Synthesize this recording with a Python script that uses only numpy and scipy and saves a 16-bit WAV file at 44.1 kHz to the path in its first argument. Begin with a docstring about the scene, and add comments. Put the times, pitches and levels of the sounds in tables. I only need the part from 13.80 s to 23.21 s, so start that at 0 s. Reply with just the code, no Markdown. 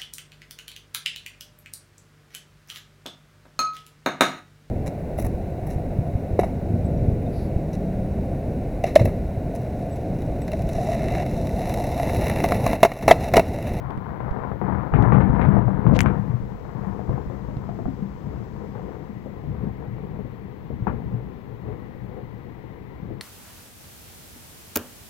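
"""Thunder over a town at night, heard from a window on a phone held in the hand.
A tearing lead-in opens into a loud peal that ends in sharp snaps, then a long roll with one late clap.
Swarms of shocks from the crooked lightning channel, single fronts and low thuds boom in the room.
Shaped noise makes the distant traffic, tyres and hiss underneath.
A finger muffles the right port throughout, with dull bumps in the first few seconds."""
import sys
import numpy as np
from scipy import signal
from scipy.fft import rfft, irfft, next_fast_len
from scipy.io import wavfile
from scipy.ndimage import uniform_filter1d, minimum_filter1d, map_coordinates

SR = 44100
rng = np.random.default_rng(int(sys.argv[2]) if len(sys.argv) > 2 else 0)


def master_out(mix):
    """Clip the mix to full scale and print it as 16-bit PCM to the path in sys.argv[1]."""
    frames = np.transpose(np.atleast_2d(mix))
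    ceiling = np.clip(frames, -1, 1)
    pcm = np.round(ceiling * 32767).astype(np.int16)
    wavfile.write(sys.argv[1], SR, pcm)


N = 414981

# Spectrum tables list freq_hz, level_db (per hertz, relative: the sound is levelled afterwards).
# Distant traffic: spectrum
TRAFFIC_SPECTRUM = [(30, -9.5), (130, -1), (430, -0.5), (620, -11.5), (780, -10.5), (950, -8), (1450, -20),
                    (2000, -17), (2600, -26.5), (3500, -32), (4300, -35.5), (7000, -62), (12000, -59.5)]
# Tyres singing on the road: spectrum, then level over time: time_s, level_db
TYRE_SPECTRUM = [(1000, -30), (1600, -10.5), (1950, 7), (2250, -0.5), (2700, -15.5), (4500, -44.5)]
TYRE_LEVEL = [(0, -72), (4.3, -69), (5.8, -60.5), (7.7, -66), (7.9, -56.5), (8.4, -63), (8.9, -58),
              (9.22, -57), (9.41, -65)]
# Faint treble hiss: spectrum, then level over time: time_s, level_db
HISS_SPECTRUM = [(1000, -24), (2500, -8), (5000, 1.5), (7800, -4.5), (9000, -17), (16000, -28.5)]
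HISS_LEVEL = [(0, -82), (2.1, -80), (2.3, -70), (3.4, -67), (4.9, -68), (6.3, -79), (9.41, -82)]
# Self-noise of the microphones: spectrum
MIC_SPECTRUM = [(100, 1), (3000, -1), (6000, -5), (9500, -13), (12500, -4), (15700, 0)]

# Finger shifting on the right port: start_s, thump_db, pitch_hz, tick_db
BUMPS = [(0.106, -25, 170, -38), (.176, -11, 150, -40), (.51, -9.5, 50.3, -41), (1.119, -14.5, 40, -53),
         (1.319, -22, 45, -59), (1.492, -11.5, 44.8, -47.5), (2.09, -17, 45, -57), (2.622, -19, 40, -69),
         (3.288, -17, 45, -68), (3.47, -20, 45, -63), (4.058, -14, 50.2, -71), (3.769, -12, 128, -41.5)]
# Finger grips, each held until the next: start_s, loss_db
GRIPS = [(0, 22), (.8, 27.5), (2.1, 24), (3.65, 17)]
REGRIP_S = 0.097  # time to slide into a new grip
# Tone of the covered port, where bass slips past the finger: freq_hz, gain_db
LEAK_TONE = [(30, 18.5), (60, 9), (110, 4.5), (200, 2), (380, -4.5), (1400, -3.5), (2500, 4), (6000, 4)]

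# Scatter after each strong front: freq_hz, t60_s
SCATTER_DECAY = [(60, 0.32), (200, 0.21), (1000, 0.063), (3000, 0.17), (10000, 0.029)]
# Near walls: delay_s, gain (linear)
WALLS = [(.0096, 0.16), (.026, 0.27), (0.0427, .15)]
# Standing waves of the room: freq_hz, width_hz, level_db (over the direct sound)
ROOM_MODES = [(58.8, 3.7, 3.5), (118.3, 13, -8), (133.2, 11, -4), (198.5, 5.2, 5.5), (258.6, 7.6, 0.5)]

# Peals, one for each bend of the channel that is heard: start_s, hold_s, boom_db, tear_db
PEALS = [(0, 0.38, -42, -36.5), (0.423, 0.2, -35, -33), (0.839, 0.045, -24, -29),
         (0.904, 0.082, -24.5, -27.5), (1.132, 0.15, -14, -23), (1.316, 0.12, -14.5, -24),
         (1.523, 0.034, -15.5, -24), (1.607, 0.18, -15.5, -25), (1.866, 0.11, -20.5, -32),
         (2.037, 0.1, -16.5, -24.5), (2.214, 0.044, -17.5, -26.5), (2.424, 0.087, -29, -35),
         (2.86, 0.093, -39, -39.5), (2.97, 0.22, -32, -37), (3.267, 0.13, -29, -35),
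         (3.513, 0.35, -38.5, -39.5), (3.77, 0.36, -33.5, -47), (4.175, 0.043, -37, -43),
         (4.43, 0.14, -31, -41), (4.739, 0.11, -33.5, -40), (4.952, 0.17, -42, -38.5),
         (5.651, 0.099, -29.5, -39.5), (5.788, 0.044, -31.5, -38.5), (5.97, 0.26, -36, -40.5),
         (6.186, 0.19, -36.5, -58), (6.91, 0.07, -31.5, -53), (7.076, 0.076, -25.5, -37),
         (7.214, 0.078, -31.5, -45), (7.315, 0.015, -29.5, -37), (7.832, 0.081, -35, -37.5),
         (8.183, 0.24, -38.5, -42), (9.211, 0.1, -36, -47)]
ATTACK_S = 0.04  # length of the rise, centred on start_s
BOOM_FALL_DB_PER_S, TEAR_FALL_DB_PER_S = 73.5, 74
# Steady rumble and tearing between the peals: start_db, fade_db_per_s
BOOM_BED = (-32.5, 0.87)
TEAR_BED = (-40.5, .9)
# Deep boom, near tearing and duller far tearing: spectra
BOOM_SPECTRUM = [(15, -54.5), (30, -37.5), (48, -8.5), (63, -1.5), (76, -3), (105, -2.5), (140, 0),
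                 (170, -2), (200, -5.5), (250, -10.5), (310, -13.5), (450, -23.5), (650, -32.5),
                 (2000, -97)]
NEAR_TEAR_SPECTRUM = [(150, -16), (330, -1.5), (480, 2.5), (600, 1.5), (780, 3), (1000, 4), (1200, -2),
                      (1600, -8), (2150, -16.5), (2700, -35.5), (4000, -44.5), (6000, -70), (16000, -89)]
FAR_TEAR_SPECTRUM = [(120, -21), (290, 1.5), (480, 9), (600, -10.5), (750, -2), (1000, -22), (1600, -38),
                     (2700, -30), (8000, -96.5)]
# Later shocks come from farther up the channel, so the tearing turns dull
DULL_FROM_S, DULL_TIME_S = 0.57, 3.14  # onset and time constant

# Fronts so distant that only a round thud is left: start_s, level_db (envelope peak, before the room), pitch_hz
THUDS = [(0.811, -17, 149.4), (.922, -17, 176.5), (1.143, -8.5, 126), (1.197, -8, 107), (1.355, -11, 139.3),
         (1.66, -8, 106.6), (1.684, -4.5, 128), (2.066, -12, 153), (2.111, -8.5, 145), (2.261, -6, 134),
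         (2.393, -15, 140), (2.496, -12.5, 124), (2.538, -12, 129.5), (2.95, -20, 146), (3.071, -17.5, 180),
         (3.294, -17.5, 111), (3.338, -20.5, 146), (4.059, -24, 191), (4.078, -18, 264),
         (4.222, -16.5, 187), (4.456, -32, 156), (5.293, -25, 213), (5.686, -29, 111), (5.831, -17, 176),
         (5.869, -16.5, 178), (6.129, -22.5, 145), (6.34, -24, 116), (7.02, -15.5, 116), (7.073, -18, 182),
         (7.338, -15, 117), (7.713, -25.5, 124), (8.431, -27.5, 139), (9.305, -30.5, 156)]
THUD_SWELL_S = 0.005
# Single strong fronts: start_s, level_db (left peak before the room), pitch_hz (low when blunt and far)
CLAPS = [(0.103, -18.5, 950), (.404, -16, 1030), (.563, -18, 887), (0.636, -15.5, 1010),
         (0.716, -12.5, 870), (0.815, -9, 845), (.883, -14.5, 890), (1.138, -7.5, 1237), (1.157, -21, 1440),
         (1.188, -7.5, 895), (1.225, -8.5, 740), (1.322, -2.5, 1086), (1.344, -15, 1360),
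         (1.405, -11.5, 1230), (1.558, -19.5, 1237), (1.595, -6.5, 950), (1.616, -13.5, 1460),
         (1.653, -14, 1260), (1.767, -5.5, 763), (1.881, -15, 700), (2.066, -10.5, 1034), (2.122, -6, 590),
         (2.1638, -6.5, 480), (2.26, -2.5, 1230), (2.852, -23, 864), (3.193, -18.5, 726),
         (3.294, -11.5, 550), (3.379, -17, 790), (3.499, -19, 507), (3.686, -24, 556), (3.891, -18, 724),
         (3.989, -18.5, 660), (4.056, -17.5, 720), (4.602, -28, 476), (4.952, -24, 900), (5.46, -21, 517),
         (5.637, -26.5, 554), (5.841, -24.5, 410), (6.234, -28, 400), (6.354, -25.5, 513), (6.39, -22, 486),
         (6.45, -27, 480), (6.903, -19, 462), (7.0696, -8, 940), (7.08, -16, 1100), (7.101, -22, 1130),
         (7.888, -19.5, 410), (8.84, -27.5, 413), (9.304, -21, 344)]
# Fixed bass of a strong front: freq_hz, level_db
FRONT_BASS = [(25, -22), (55, -7), (95, 0)]
# Top of a strong front, which moves with its pitch: pitch_multiple (ratio), level_db
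FRONT_TOP = [(.45, 1.5), (.7, -2.5), (1, 3), (1.35, -8.5), (2.1, -18.5), (2.8, -34.5), (4, -52.5),
             (6, -69.5), (15, -88.5)]
# Crackle bursts as the sharpest fronts splinter: start_s, level_db (at the start)
SPLINTERS = [(1.139, -41), (1.157, -41.5), (1.322, -42), (1.343, -38.5), (1.406, -37), (1.613, -31),
             (1.651, -42.5), (2.259, -35)]
SPLINTER_FALL_DB_PER_S = 478
# Splinter crackle: spectrum
SPLINTER_SPECTRUM = [(600, -31.5), (1400, -7), (2100, 9.5), (2800, -9), (4200, -18.5), (5000, -34),
                     (9000, -49.5)]
# Dry snaps close by: start_s, level_db, pitch_hz
SNAPS = [(1.225, -25, 3240), (2.077, -33.5, 2970), (2.15, -25.5, 3010), (2.161, -29.5, 3240),
         (2.1657, -20.5, 2720), (2.1909, 0, 2250), (2.206, 4.5, 2130), (2.2069, -4.5, 6800),
         (2.2153, -12.5, 9070), (2.233, -28, 7030)]
# What the snaps leave ringing: spectrum
SNAP_RING_SPECTRUM = [(600, -21), (1500, 2.5), (2200, 2.5), (3100, -2.5), (4200, -30.5), (7500, -18),
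                      (10000, -30.5), (16000, -37.5)]
# Flurries of fine crackle around the snaps: peak_s, level_db (at the peak)
FLURRIES = [(2.164, -32.5), (2.206, -47)]
FLURRY_RISE_DB_PER_S, FLURRY_FALL_DB_PER_S = 745, 1400
# Flurry crackle: spectrum
SPARK_SPECTRUM = [(500, -32.5), (1400, -1.5), (2200, 6), (3200, -3), (4300, -4.5), (7000, -12),
                  (9000, -34.5), (16000, -38)]
# Band limit of the phone, in hertz
TOP_HZ = 15850


def amp(db):
    """Decibels to linear gain."""
    return 10 ** (np.asarray(db) / 20)


def unit(x):
    """Scale a sound to an rms of 1."""
    return x / np.sqrt(np.mean(x ** 2) + 1e-20)


def along(points, hz):
    """Read (Hz, value) points along a log frequency axis."""
    point_hz, values = np.transpose(points)
    return np.interp(np.log(hz + 1), np.log(point_hz + 1), values)


def level_curve(points):
    """Draw straight lines through (s, dB) points, one value per sample."""
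    times, levels = np.transpose(points)
    return np.interp(np.arange(N) / SR, times, levels)


def wobble(rate_hz):
    """A smooth random curve with rate_hz knots a second."""
    knots = rng.standard_normal(int(N * rate_hz / SR) + 4)
    return map_coordinates(knots, [np.arange(N) * rate_hz / SR])


def coloured(x, spectrum):
    """Causal minimum-phase filter through (Hz, dB) points, built by folding the cepstrum."""
    n = x.shape[-1]
    m = 2 * next_fast_len(n // 2 + SR // 8)
    gain = amp(along(spectrum, np.fft.rfftfreq(m, 1 / SR)))
    cepstrum = irfft(np.log(gain))
    cepstrum[1:m // 2] *= 2
    cepstrum[m // 2 + 1:] = 0
    response = np.exp(rfft(cepstrum))
    return irfft(rfft(x, m) * response, m)[..., :n]


def noise(spectrum):
    """Coloured noise of rms 1, unrelated in the two channels."""
    return unit(coloured(rng.standard_normal((2, N)), spectrum))


def add(track, s, sound):
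    """Mix a sound in at time s."""
    part = track[..., max(round(s * SR), 0):][..., :sound.shape[-1]]
    part += sound[..., :part.shape[-1]]


def town(waver_db=-1.5):
    """Steady distant traffic, the wavering song of tyres and a faint hiss that swells and sinks."""
    traffic = amp(-41.0) * noise(TRAFFIC_SPECTRUM)
    tyre_gain = amp(level_curve(TYRE_LEVEL) + waver_db * wobble(2.3))
    tyres = tyre_gain * noise(TYRE_SPECTRUM)
    hiss = amp(level_curve(HISS_LEVEL)) * noise(HISS_SPECTRUM)
    return traffic + tyres + hiss


def finger(life_cycles=0.53, settle_db_per_s=1.4, flutter_db=-39, waver_db=2.0):
    """Dull bumps with a tick of skin contact, and a low flutter that calms as the hand settles."""
    out, t = np.zeros(N), np.arange(SR // 5) / SR
    tick_spectrum = [(1000, 23), (3500, 7.5), (6000, -7.5), (15000, -21)]
    for s, thump_db, hz, tick_db in BUMPS:
        thump = np.sin(2 * np.pi * hz * t) * np.exp(-hz * t / life_cycles)
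        burst = rng.standard_normal(len(t)) * amp(-60 * t / 0.0075)  # t60 7.5 ms
        tick = coloured(burst, tick_spectrum)
        add(out, s, amp(thump_db) * thump + amp(tick_db) * tick)
    flutter = noise([(10, -14.5), (25, -6.0), (55, 2.0), (120, -15.0), (500, -37.5), (3000, -90.5)])[1]
    settling_db = flutter_db - settle_db_per_s * np.arange(N) / SR
    return out + flutter * amp(settling_db + waver_db * wobble(3.9))


def seal():
    """Gain of the covered port as the finger slides from grip to grip."""
    starts, loss_db = np.transpose(GRIPS)
    held = loss_db[np.searchsorted(starts[1:], np.arange(N) / SR)]
    return amp(-uniform_filter1d(held, size=max(round(REGRIP_S * SR), 1)))


def room(x):
    """Near walls repeat every shock, and a few standing waves ring on."""
    m = next_fast_len(N + SR // 2)
    f = np.fft.rfftfreq(m, 1 / SR)
    echoes = sum(gain * np.exp(-2j * np.pi * f * delay) for delay, gain in WALLS)
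    ring = sum(amp(db) * 1j * f * width / (hz * hz - f * f + 1j * f * width)
               for hz, width, db in ROOM_MODES)
    return irfft(rfft(x, m) * (1 + echoes + ring), m)[:, :N]


def swarm(spectrum, rate_hz, spread_db, wash_db):
    """Small shocks at random times and sizes, over the diffuse wash of their echoes; rms 1."""
    sizes = rng.choice([-1, 1], N) * amp(spread_db * rng.uniform(-0.36, 1, N))
    shocks = unit(sizes * (rng.random(N) < rate_hz / SR))
    wash = amp(wash_db) * rng.standard_normal((2, N))
    return unit(coloured(shocks + wash, spectrum))


def swell(s, hold_s, fall_db_per_s):
    """Gain of one peal: a quick rise, a hold, then a steady fall in dB."""
    t = np.arange(N) / SR - s
    rise = np.clip(t / ATTACK_S + .5, 0, 1)
    return rise * amp(-fall_db_per_s * np.maximum(t - hold_s, 0))


def strength(bed, peals, fall_db_per_s):
    """Gain in which the fading bed and the (s, hold s, dB) peals add up in power."""
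    start_db, fade_db_per_s = bed
    bed_power = amp(start_db - fade_db_per_s * np.arange(N) / SR) ** 2
    peal_power = sum((amp(db) * swell(s, hold_s, fall_db_per_s)) ** 2 for s, hold_s, db in peals)
    return np.sqrt(bed_power + peal_power)


def roll(surge_db=1.63):
    """Deep boom and tearing surge together as bends of the channel are heard in turn."""
    boom_peals = [(s, hold, db) for s, hold, db, _ in PEALS]
    tear_peals = [(s, hold, db) for s, hold, _, db in PEALS]
    boom_gain = strength(BOOM_BED, boom_peals, BOOM_FALL_DB_PER_S)
    tear_gain = strength(TEAR_BED, tear_peals, TEAR_FALL_DB_PER_S)
    boom = swarm(BOOM_SPECTRUM, rate_hz=330, spread_db=4, wash_db=-0.5)
    near = swarm(NEAR_TEAR_SPECTRUM, rate_hz=200, spread_db=6, wash_db=0)
    far = swarm(FAR_TEAR_SPECTRUM, rate_hz=140, spread_db=12.5, wash_db=-1)
    # equal-power crossfade from near to far
    near_share = np.exp(-np.maximum(np.arange(N) / SR - DULL_FROM_S, 0) / DULL_TIME_S)
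    tear = np.sqrt(near_share) * near + np.sqrt(1 - near_share) * far
    return boom_gain * boom + tear_gain * amp(surge_db * wobble(17)) * tear


def thuds():
    """Each distant front is a few low cycles that swell and sink."""
    out, t = np.zeros((2, N)), np.arange(SR // 8) / SR
    shape = t / THUD_SWELL_S * np.exp(1 - t / THUD_SWELL_S)
    for s, db, hz in THUDS:
        add(out, s, amp(db) * np.sin(2 * np.pi * hz * t) * shape)
    return out


def arrival(wet_db):
    """One shock at both ports: the direct spike, then a fresh scatter from facades and walls."""
    hz, t, z = signal.stft(rng.standard_normal((2, SR // 3)), SR, nperseg=256)
    decay = amp(-60 * t / along(SCATTER_DECAY, hz)[:, None])
    shock = signal.istft(z * decay, SR, nperseg=256)[1]
    shock *= amp(wet_db) / np.linalg.norm(shock[0])
    shock[:, 0] += 1  # the direct spike
    return shock


def claps():
    """Each strong front is a pressure spike with a clatter of echoes; the air has blunted the far ones."""
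    out = np.zeros((2, N))
    for s, db, hz in CLAPS:
        top = [(multiple * hz, level) for multiple, level in FRONT_TOP]
        front = coloured(arrival(wet_db=0), FRONT_BASS + top)
        add(out, s, amp(db) * front / np.abs(front[0]).max())
    return out


def splinters():
    """Fine crackle that starts with a sharp front and dies quickly."""
    gain, t = np.zeros(N), np.arange(SR // 4) / SR
    for s, db in SPLINTERS:
        add(gain, s, amp(db - SPLINTER_FALL_DB_PER_S * t))
    return gain * swarm(SPLINTER_SPECTRUM, rate_hz=720, spread_db=10, wash_db=0)


def flurries():
    """Gain of the fine crackle: each flurry gathers to its peak and stops more quickly."""
    t = np.arange(N) / SR
    gain = np.zeros(N)
    for s, db in FLURRIES:
        drop_db = np.maximum(FLURRY_RISE_DB_PER_S * (s - t), FLURRY_FALL_DB_PER_S * (t - s))
        gain += amp(db - drop_db)
    return gain


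def snaps(life_cycles=0.94, ring_db=-29, ring_t60_s=0.079):
    """Very short bright snaps of a cycle or two, each with fizz and a faint ring, amid fine crackle."""
    out = flurries() * swarm(SPARK_SPECTRUM, rate_hz=600, spread_db=7, wash_db=-4)
    t = np.arange(SR // 8) / SR
    for s, db, hz in SNAPS:
        snap = np.sin(2 * np.pi * hz * t) * np.exp(-hz * t / life_cycles)
        burst = rng.standard_normal(len(t)) * amp(-60 * t / 0.003)  # t60 3 ms
        fizz = 0.22 * coloured(burst, [(7500, 0), (11000, -9)])
        ring = unit(coloured(rng.standard_normal((2, len(t))), SNAP_RING_SPECTRUM))
        ring *= amp(ring_db - 60 * t / ring_t60_s)
        add(out, s, amp(db) * (snap + fizz + ring))
    return out


def scene():
    """The left port hears the storm freely; the right one hears it through the finger."""
    thunder = room(roll() + thuds() + claps() + splinters())
    left, other = thunder + snaps() + town()
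    shared = np.pad(left, (round(0.0003 * SR), 0))[:N]  # left sound reaches the right port 0.3 ms later
    right = seal() * coloured(0.49 * shared + 1.1 * other, LEAK_TONE) + finger()
    self_noise = amp(-67) * noise(MIC_SPECTRUM)
    return np.array([left, right]) + self_noise


def record(dry):
    """The phone's fast limiter tames the peaks, then everything from the band limit up is cut."""
    needed = 1 / np.maximum(np.abs(dry) / .97, 1)
    gain = uniform_filter1d(minimum_filter1d(needed, size=161), size=161)
    m = next_fast_len(N + SR // 2)
    passband = np.fft.rfftfreq(m, 1 / SR) < TOP_HZ
    return irfft(rfft(dry * gain, m) * passband, m)[:, :N]


dry = scene()
out = record(dry)
master_out(out)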